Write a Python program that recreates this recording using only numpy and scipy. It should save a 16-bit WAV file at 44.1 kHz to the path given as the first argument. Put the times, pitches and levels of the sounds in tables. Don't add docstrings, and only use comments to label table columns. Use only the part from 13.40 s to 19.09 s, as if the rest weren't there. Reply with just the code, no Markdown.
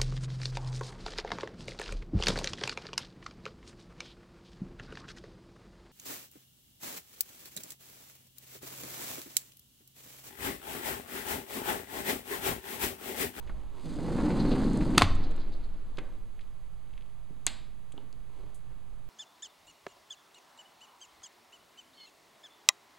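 import sys
import numpy as np
from scipy import signal
from scipy.fft import rfft, irfft, next_fast_len
from scipy.io import wavfile
from scipy.ndimage import uniform_filter1d

SR = 44100
rng = np.random.default_rng(int(sys.argv[2]) if len(sys.argv) > 2 else 0)


def file_out(sig):
    cols = np.atleast_2d(sig).T
    lim = np.clip(cols, -1, 1)
    pcm = np.round(lim * 32767).astype(np.int16)
    wavfile.write(sys.argv[1], SR, pcm)


N = 250929
T = np.arange(N) / SR

# frequency in Hz, relative level in dB.
YARD_TONE = [(70, -8.5), (118, -1), (150, -11), (200, -10.5), (270, -18), (600, -22.5), (1200, -22.5),
             (1450, -28), (3200, -33), (6000, -38), (12000, -42), (15000, -53)]
YARD_DB = -58.5
# frequency in Hz, t60 in seconds.
ROOM_FADE = [(100, 1), (400, .7), (1500, 0.49), (4000, .52), (8000, .37), (14000, 0.28)]
# peak time in seconds, half length in seconds, level in dB.
SCUFFS = [(0.073, 0.24, -58.5), (0.392, 0.064, -56.5), (2.64, 0.16, -63), (4.608, 0.047, -64.5),
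          (5.01, 0.11, -61.5)]
# frequency in Hz, relative level in dB.
SCUFF_TONE = [(170, -6), (370, 5), (700, -3), (1000, 1), (1600, -13), (4000, -16.5), (8000, -25.5),
              (13000, -34.5)]
# start in seconds, level in dB over 5 ms, dull above Hz, t60 in seconds.
KNOCKS = [(.097, -43, 900, 0.052), (2.583, -35.5, 1900, 0.035), (2.615, -44.5, 330, .12),
          (3.8996, -45, 240, 0.06), (4.539, -49, 420, 0.032), (4.5788, -45.5, 520, 0.029),
          (5.025, -54, 480, .08), (5.308, -57, 1500, .1)]
# frequency in Hz, relative level in dB.
KNOCK_TONE = [(50, -7.5), (130, 2), (400, 2), (700, -5.5), (1800, -6), (14000, -24.5)]
# start in seconds, level in dB over 5 ms, pitch in Hz, filter width as a share of the pitch,
# t60 in seconds.
TICKS = [(0.0728, -54, 1950, 1.1, .08), (0.0952, -46.5, 1290, 0.86, 0.055), (1.333, -51, 6000, .9, .012),
         (1.373, -50, 7940, 0.46, .012), (1.752, -55.5, 7000, 0.54, .025), (1.911, -61, 7000, 0.6, .015),
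         (1.963, -62, 7740, .3, .015), (2.572, -50, 3300, .8, 0.01), (2.5855, -43, 2400, 1.17, .02),
         (2.992, -56.5, 2100, .6, 0.02), (3.009, -58, 3300, .7, .05), (3.5772, -55.5, 2300, .8, 0.025),
         (4.0777, -38.5, 3700, 0.73, 0.012), (4.5205, -56.5, 8000, .35, 0.022),
         (4.5212, -58, 2980, 0.53, 0.019), (4.578, -51, 3120, .2, 0.0095), (4.579, -52, 850, 0.26, .02),
         (4.7278, -57, 4700, 0.78, .0051), (5.145, -55, 8500, 1, 0.14)]
# peak time in seconds, half length in seconds, level in dB.
RATTLES = [(3.04, .06, -73), (3.59, .11, -72.5)]
RATTLE_HZ, RATTLE_WIDTH_HZ = 2600, 1900
LATCH_S, LATCH_DB, SPRING_HZ, SPRING_DB = 4.0663, -33.5, 7060, -5
# frequency in Hz, relative level in dB.
LATCH_TONE = [(90, 3.5), (240, 3), (480, -9), (720, 2.5), (1200, -1), (2100, 3.5), (3200, 2), (4000, 5.5),
              (6000, -1), (8000, -2.5), (10000, -15), (13000, -21)]
PANE_HZ, PANE_T60_S, PANE_DB = 12, 3.4, -17.5
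STILL_AIR_DB, MOVING_AIR_DB, AIR_LAG_S = -51, -29, 0.39
# peak time in seconds, level in dB.
SCRAPES = [(1.003, -47.5), (1.122, -48.5), (1.843, -52), (2.011, -56), (2.135, -58.5), (2.244, -64)]
CHAFE_HZ, CHAFE_WIDTH_HZ, CHAFE_DB = 4200, 1400, -57
SHUDDER_S, SHUDDER_RISE_S, SHUDDER_DB, SHUDDER_FALL_DB_PER_S = 1.674, .12, -45, 24
# frequency in Hz, relative level in dB.
SHUDDER_TONE = [(60, -0.5), (220, 4), (400, 1), (600, -5.5), (1600, -14.5), (3000, -21), (4200, -18.5),
                (6500, -36.5), (12000, -52)]
# level in dB, pitch in Hz, t60 in seconds.
BLOWS = [(1.5762, -31, 3500, 0.015, -9.5, 240, .023), (1.579, -18, 14000, 0.0071, -20, 280, .025),
         (1.5802, -12, 9500, 0.011, -26, 2620, .055), (1.6112, -25, 1500, 0.035, -19.5, 710, .025),
         (1.6200, -14, 2300, 0.015, -14, 1080, .03), (1.6274, -28, 2500, 0.03, -25, 3400, .02)]
# frequency in Hz, relative level in dB.
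BLOW_TONE = [(100, -9.5), (300, 3), (520, -7), (700, -4), (1200, 2.5), (1600, -6.5), (2100, -1.5),
             (2900, -5.5), (4500, -2.5), (6500, -11), (9000, -11), (15000, -28)]
# pitch in Hz, relative level in dB, t60 in seconds.
DOOR_MODES = [(114.7, -32, .5), (168.6, -39, 0.74), (228, -40, .7), (600, -39, .3), (857, -42, 0.35),
              (1066, -45, 0.25), (1190, -42, .2)]
# start in seconds, thud level in dB over 5 ms, click
# level in dB over 5 ms, click pitch in Hz.
JOLTS = [(.587, -33, -43, 800), (.683, -30.5, -45, 700), (.785, -27, -40, 900), (.803, -30, -43, 1000),
         (.903, -25, -41, 1700), (1.051, -28, -42, 1400), (1.116, -26, -42, 2500),
         (1.408, -31.5, -43, 1700), (1.548, -34, -43, 2300)]
# time in seconds, share of top speed.
SPEED_CURVE = [(.32, 0.017), (.34, 0.046), (.42, .08), (.47, 0.33), (.62, 0.48), (.8, 0.91), (1.08, 1),
               (1.22, 0.83), (1.33, 0.68), (1.56, 0.72), (1.6, 0)]
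# pitch in Hz, width in Hz, relative level in dB.
FRAME_MODES = [(182, 45, -1), (235, 55, 0), (285, 45, -2)]
# frequency in Hz, relative level in dB.
RUMBLE_TONE = [(50, -12), (100, -3), (170, -0.5), (300, 1.5), (380, -7.5), (520, -9.5), (700, -18.5),
               (2000, -54.5)]
# frequency in Hz, relative level in dB.
GRIT_TONE = [(250, -10.5), (600, -2), (830, 7.5), (1150, 1), (2100, -9.5), (3200, -17.5), (9000, -42)]
# frequency in Hz, relative level in dB.
SEAL_TONE = [(1000, -14), (2100, -4.5), (3100, -2.5), (4400, 2), (6300, -5), (9000, -5.5), (11000, -17.5),
             (14000, -27)]
RUMBLE_DB, RUMBLE_POWER = -28.5, 1.214
GRIT_DB, GRIT_POWER = -42.5, 1.6
SEAL_DB, SEAL_POWER = -55, 0.42
FRAME_FAR_DB, FRAME_FAR_S, FRAME_NEAR_S = -9, .7, 1.05
DRONE_REST_HZ, DRONE_RISE_HZ, DRONE_SPREAD_HZ, DRONE_DB = 140, 78, 16, -3.5
SEAL_START_S, SEAL_RISE_S = .32, .085
CUTOFF_HZ = 15300


def amp(db):
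    return 10 ** (np.asarray(db) / 20)


def rms_one(x):
    return x / np.sqrt(np.mean(x ** 2) + 1e-20)


def hit_one(x):
    return x * np.sqrt(.005 * SR / np.sum(x ** 2))


def at_hz(points, hz):
    f, value = np.transpose(points)
    return np.interp(np.log(np.maximum(hz, 1)), np.log(f), value)


def colour(x, spectrum):
    size = next_fast_len(len(x) + SR // 4, real=True) * 2
    hz = np.maximum(np.arange(size // 2 + 1) * SR / size, 1)
    skirts = np.clip(np.minimum(hz / spectrum[0][0], spectrum[-1][0] / hz), .05, 1) ** 2
    cepstrum = irfft(np.log(amp(at_hz(spectrum, hz)) * skirts))[:size // 2]
    cepstrum[1:] *= 2
    response = np.exp(rfft(cepstrum, size))
    return irfft(rfft(x, size) * response)[:len(x)]


def cut(x, hz, kind="low", order=1):
    sos = signal.butter(order, np.clip(hz, 10, .45 * SR), kind, fs=SR, output="sos")
    return signal.sosfilt(sos, x)


def resonate(x, hz, width_hz):
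    r = np.exp(-np.pi * width_hz / SR)
    feedback = [1, -2 * r * np.cos(2 * np.pi * hz / SR), r * r]
    return signal.lfilter(np.array([1, 0, -1]) * (1 - r * r) / 2, feedback, x)


def resonate_twice(x, hz, width_hz):
    return resonate(resonate(x, hz, width_hz), hz, width_hz)


def dying(t60, size=SR // 2):
    return np.exp(-np.log(1000) * np.minimum(T[:size] / t60, 5))


def ring(hz, t60, size=SR // 2):
    return np.sin(2 * np.pi * hz * T[:size]) * dying(t60, size)


def even(x):
    spectrum = rfft(x, 2 * len(x))
    power = uniform_filter1d(np.abs(spectrum) ** 2, size=300)
    flat = irfft(spectrum / np.sqrt(power))[:len(x)]
    return flat / np.linalg.norm(flat)


def crunch(t60, sharp):
    spray = rng.standard_normal(SR // 2) * dying(t60)
    spray[0] = sharp * np.linalg.norm(spray)
    return even(spray)


def add(track, s, sound):
    i = round(s * SR)
    track[i:i + len(sound)] += sound[:N - i]


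def bumps(per_s, spread_db):
    sizes = amp(spread_db * np.minimum(rng.exponential(1, N), 4)) * rng.choice([-1, 1], N)
    return rms_one(sizes * (rng.random(N) < per_s / SR))


def flutter(rate_hz, depth_db):
    wander = rms_one(cut(rng.standard_normal(N), rate_hz, order=2))
    return amp(abs(depth_db) * np.clip(wander, -2, 2))


def swell(s, half_s):
    return np.exp(-((T - s) / half_s) ** 2)


def speed():
    return np.maximum(np.interp(T, *np.transpose(SPEED_CURVE)), 1e-9)


def tick(hz, width_share, t60, top_hz=11000):
    width_hz = hz * np.clip(width_share, .05, 1.2)
    bright = resonate_twice(crunch(t60, sharp=.3), hz, width_hz)
    return hit_one(cut(bright, top_hz, order=3))


def knock(dull_hz, t60):
    return hit_one(cut(colour(crunch(t60, sharp=.3), KNOCK_TONE), dull_hz, order=2))


def yard_air():
    return amp(YARD_DB) * rms_one(colour(rng.standard_normal(N), YARD_TONE))


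def room(x, early_db=-2, early_t60=0.073, gap_s=0.0043, wall_hz=9500):
    edges = np.geomspace(50, 16000, 13)
    tail = 0
    for lo, hi in zip(edges, edges[1:]):
        band = cut(rng.standard_normal(SR), [lo, hi], "band", order=2)
        tail = tail + band * dying(at_hz(ROOM_FADE, np.sqrt(lo * hi)), size=SR)
    early = even(rng.standard_normal(SR) * dying(early_t60, size=SR))
    response = tail / np.linalg.norm(tail) + amp(early_db) * early
    response = response * (T[:SR] > gap_s)
    return signal.fftconvolve(x, cut(response, wall_hz))[:N]


def small_sounds():
    rubbing = rms_one(colour(bumps(per_s=4000, spread_db=6.0), SCUFF_TONE))
    out = rubbing * sum(amp(db) * swell(s, half_s) for s, half_s, db in SCUFFS)
    for s, db, dull_hz, t60 in KNOCKS:
        add(out, s, amp(db) * knock(dull_hz, t60))
    return out


def small_ticks():
    out = np.zeros(N)
    for s, db, hz, width_share, t60 in TICKS:
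        add(out, s, amp(db) * tick(hz, width_share, t60))
    return out


def rattles():
    clicks = resonate_twice(bumps(per_s=80, spread_db=2.5), RATTLE_HZ, RATTLE_WIDTH_HZ)
    return rms_one(clicks) * sum(amp(db) * swell(s, half_s) for s, half_s, db in RATTLES)


def latch():
    out = np.zeros(N)
    click = colour(signal.unit_impulse(SR // 4), LATCH_TONE)
    add(out, LATCH_S, amp(LATCH_DB) * hit_one(click))
    return out


def spring(width_hz=2300, clatter_s=4.0672, clatter_db=-28, clatter_t60=0.043, clatter_hz=6000):
    out = np.zeros(N)
    ping = resonate_twice(signal.unit_impulse(SR // 10), SPRING_HZ, width_hz)
    add(out, LATCH_S, amp(SPRING_DB) * ping / np.abs(ping).max())
    clatter = cut(colour(crunch(clatter_t60, sharp=0.26), LATCH_TONE), clatter_hz)
    add(out, clatter_s, amp(clatter_db) * hit_one(clatter))
    return out


def pane(draught_hz=34, tug_s=0.14, tug_half_s=0.13, tug_db=-39):
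    air = cut(cut(rng.standard_normal(N), draught_hz, order=3), 18, "high", order=2)
    keep = np.exp(-1 / (AIR_LAG_S * SR))
    stirred = signal.lfilter([1 - keep], [1, -keep], speed())
    level = amp(STILL_AIR_DB) + amp(MOVING_AIR_DB) * stirred + amp(tug_db) * swell(tug_s, tug_half_s)
    out = level * rms_one(air)
    add(out, 1.69, amp(PANE_DB) * ring(PANE_HZ, PANE_T60_S, size=3 * SR))
    return out


def chafing(half_s=.013):
    grains = resonate_twice(bumps(per_s=2500, spread_db=3.5), CHAFE_HZ, CHAFE_WIDTH_HZ)
    rub = amp(CHAFE_DB) * speed() ** 2 * flutter(rate_hz=25, depth_db=3.0)
    scrapes = sum(amp(db) * swell(s, half_s) for s, db in SCRAPES)
    return rms_one(grains) * (rub + scrapes)


def shudder(boom_s=1.630, boom_hz=92, boom_t60=.2, boom_db=-17):
    age = (T - SHUDDER_S).clip(0)
    fall = amp(SHUDDER_DB - SHUDDER_FALL_DB_PER_S * (age - SHUDDER_RISE_S))
    level = np.minimum(age / SHUDDER_RISE_S, 1) * fall
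    shaking = rms_one(colour(bumps(per_s=1500, spread_db=1), SHUDDER_TONE))
    out = level * shaking * flutter(rate_hz=30, depth_db=1.5)
    add(out, boom_s, amp(boom_db) * ring(boom_hz, boom_t60))
    return out


def end_stop(rattle_db=-12, rattle_t60=0.14, modes_db=-3):
    out = np.zeros(N)
    hardest = max(row[1] for row in BLOWS)
    for s, db, dull_hz, t60, thump_db, thump_hz, thump_t60 in BLOWS:
        contact = crunch(t60, sharp=0.45) + amp(rattle_db) * crunch(rattle_t60, sharp=0)
        add(out, s, amp(db) * hit_one(cut(colour(contact, BLOW_TONE), dull_hz)))
        add(out, s, amp(thump_db) * ring(thump_hz, thump_t60))
        modes = sum(amp(level + rng.normal(0, 1)) * ring(hz, mode_t60, size=SR)
                    for hz, level, mode_t60 in DOOR_MODES)
        add(out, s, amp(db - hardest + modes_db) * cut(modes, dull_hz, order=2))
    return out


def roller_jolts(thud_hz=580, thud_t60=.085, click_width=.9, click_t60=.09):
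    out = np.zeros(N)
    for s, thud_db, click_db, click_hz in JOLTS:
        thud = amp(thud_db) * knock(thud_hz, thud_t60)
        click = amp(click_db) * tick(click_hz, click_width, click_t60)
        add(out, s, thud + click)
    return out


def drone():
    phase = 2 * np.pi * np.cumsum(DRONE_REST_HZ + DRONE_RISE_HZ * speed()) / SR
    a, b = cut(rng.standard_normal((2, N)), DRONE_SPREAD_HZ, order=3)
    return rms_one(a * np.cos(phase) + b * np.sin(phase))


def rolling(frame_top_hz=380, frame_db=-2.5, track_db=-2, sand_db=-9):
    rumble = amp(RUMBLE_DB) * speed() ** RUMBLE_POWER
    grit = amp(GRIT_DB) * speed() ** GRIT_POWER
    seal = amp(SEAL_DB) * speed() ** SEAL_POWER

    jolts = cut(bumps(per_s=900, spread_db=3.0), frame_top_hz, order=3)
    frame = rms_one(sum(amp(db) * resonate(jolts, hz, width_hz) * flutter(rate_hz=14, depth_db=2.5)
                        for hz, width_hz, db in FRAME_MODES))
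    track = rms_one(colour(bumps(per_s=1200, spread_db=3.0), RUMBLE_TONE))
    nearness = amp(np.interp(T, [FRAME_FAR_S, FRAME_NEAR_S], [FRAME_FAR_DB, 0]))
    body = nearness * (amp(frame_db) * frame + amp(DRONE_DB) * drone()) + amp(track_db) * track

    crackle = rms_one(colour(bumps(per_s=3000, spread_db=4.0), GRIT_TONE))
    sand = amp(sand_db) * bumps(per_s=60, spread_db=2.5)
    brush = rms_one(colour(bumps(per_s=8100, spread_db=4.5) + sand, SEAL_TONE))
    brush = brush * np.clip((T - SEAL_START_S) / SEAL_RISE_S, 0, 1)
    pressure = flutter(rate_hz=35, depth_db=1.4)
    return rumble * body + pressure * (grit * crackle + seal * brush)


def scene(roll_wet_db=-10, stop_wet_db=-14.5, latch_wet_db=-1, spring_wet_db=-23, small_wet_db=-6.5,
          tick_wet_db=-15):
    sources = [(small_sounds(), small_wet_db),
               (small_ticks() + rattles(), tick_wet_db),
               (latch(), latch_wet_db),
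               (spring(), spring_wet_db),
               (end_stop(), stop_wet_db),
               (rolling() + roller_jolts() + shudder() + chafing(), roll_wet_db)]
    direct = sum(sound for sound, wet_db in sources)
    echo = room(sum(amp(wet_db) * sound for sound, wet_db in sources))
    mono = direct + echo + pane() + yard_air()
    return np.array([mono, mono])


def record(dry, notch_hz=5480, notch_width_hz=950):
    notched = dry - resonate(dry, notch_hz, notch_width_hz)
    clipped = np.clip(notched, -.92, .92)
    top_cut = signal.ellip(10, .1, 80, CUTOFF_HZ, fs=SR, output="sos")
    offset = np.array([[.0024], [-.0176]])
    return signal.sosfilt(top_cut, clipped) + offset


dry = scene()
out = record(dry)
file_out(out)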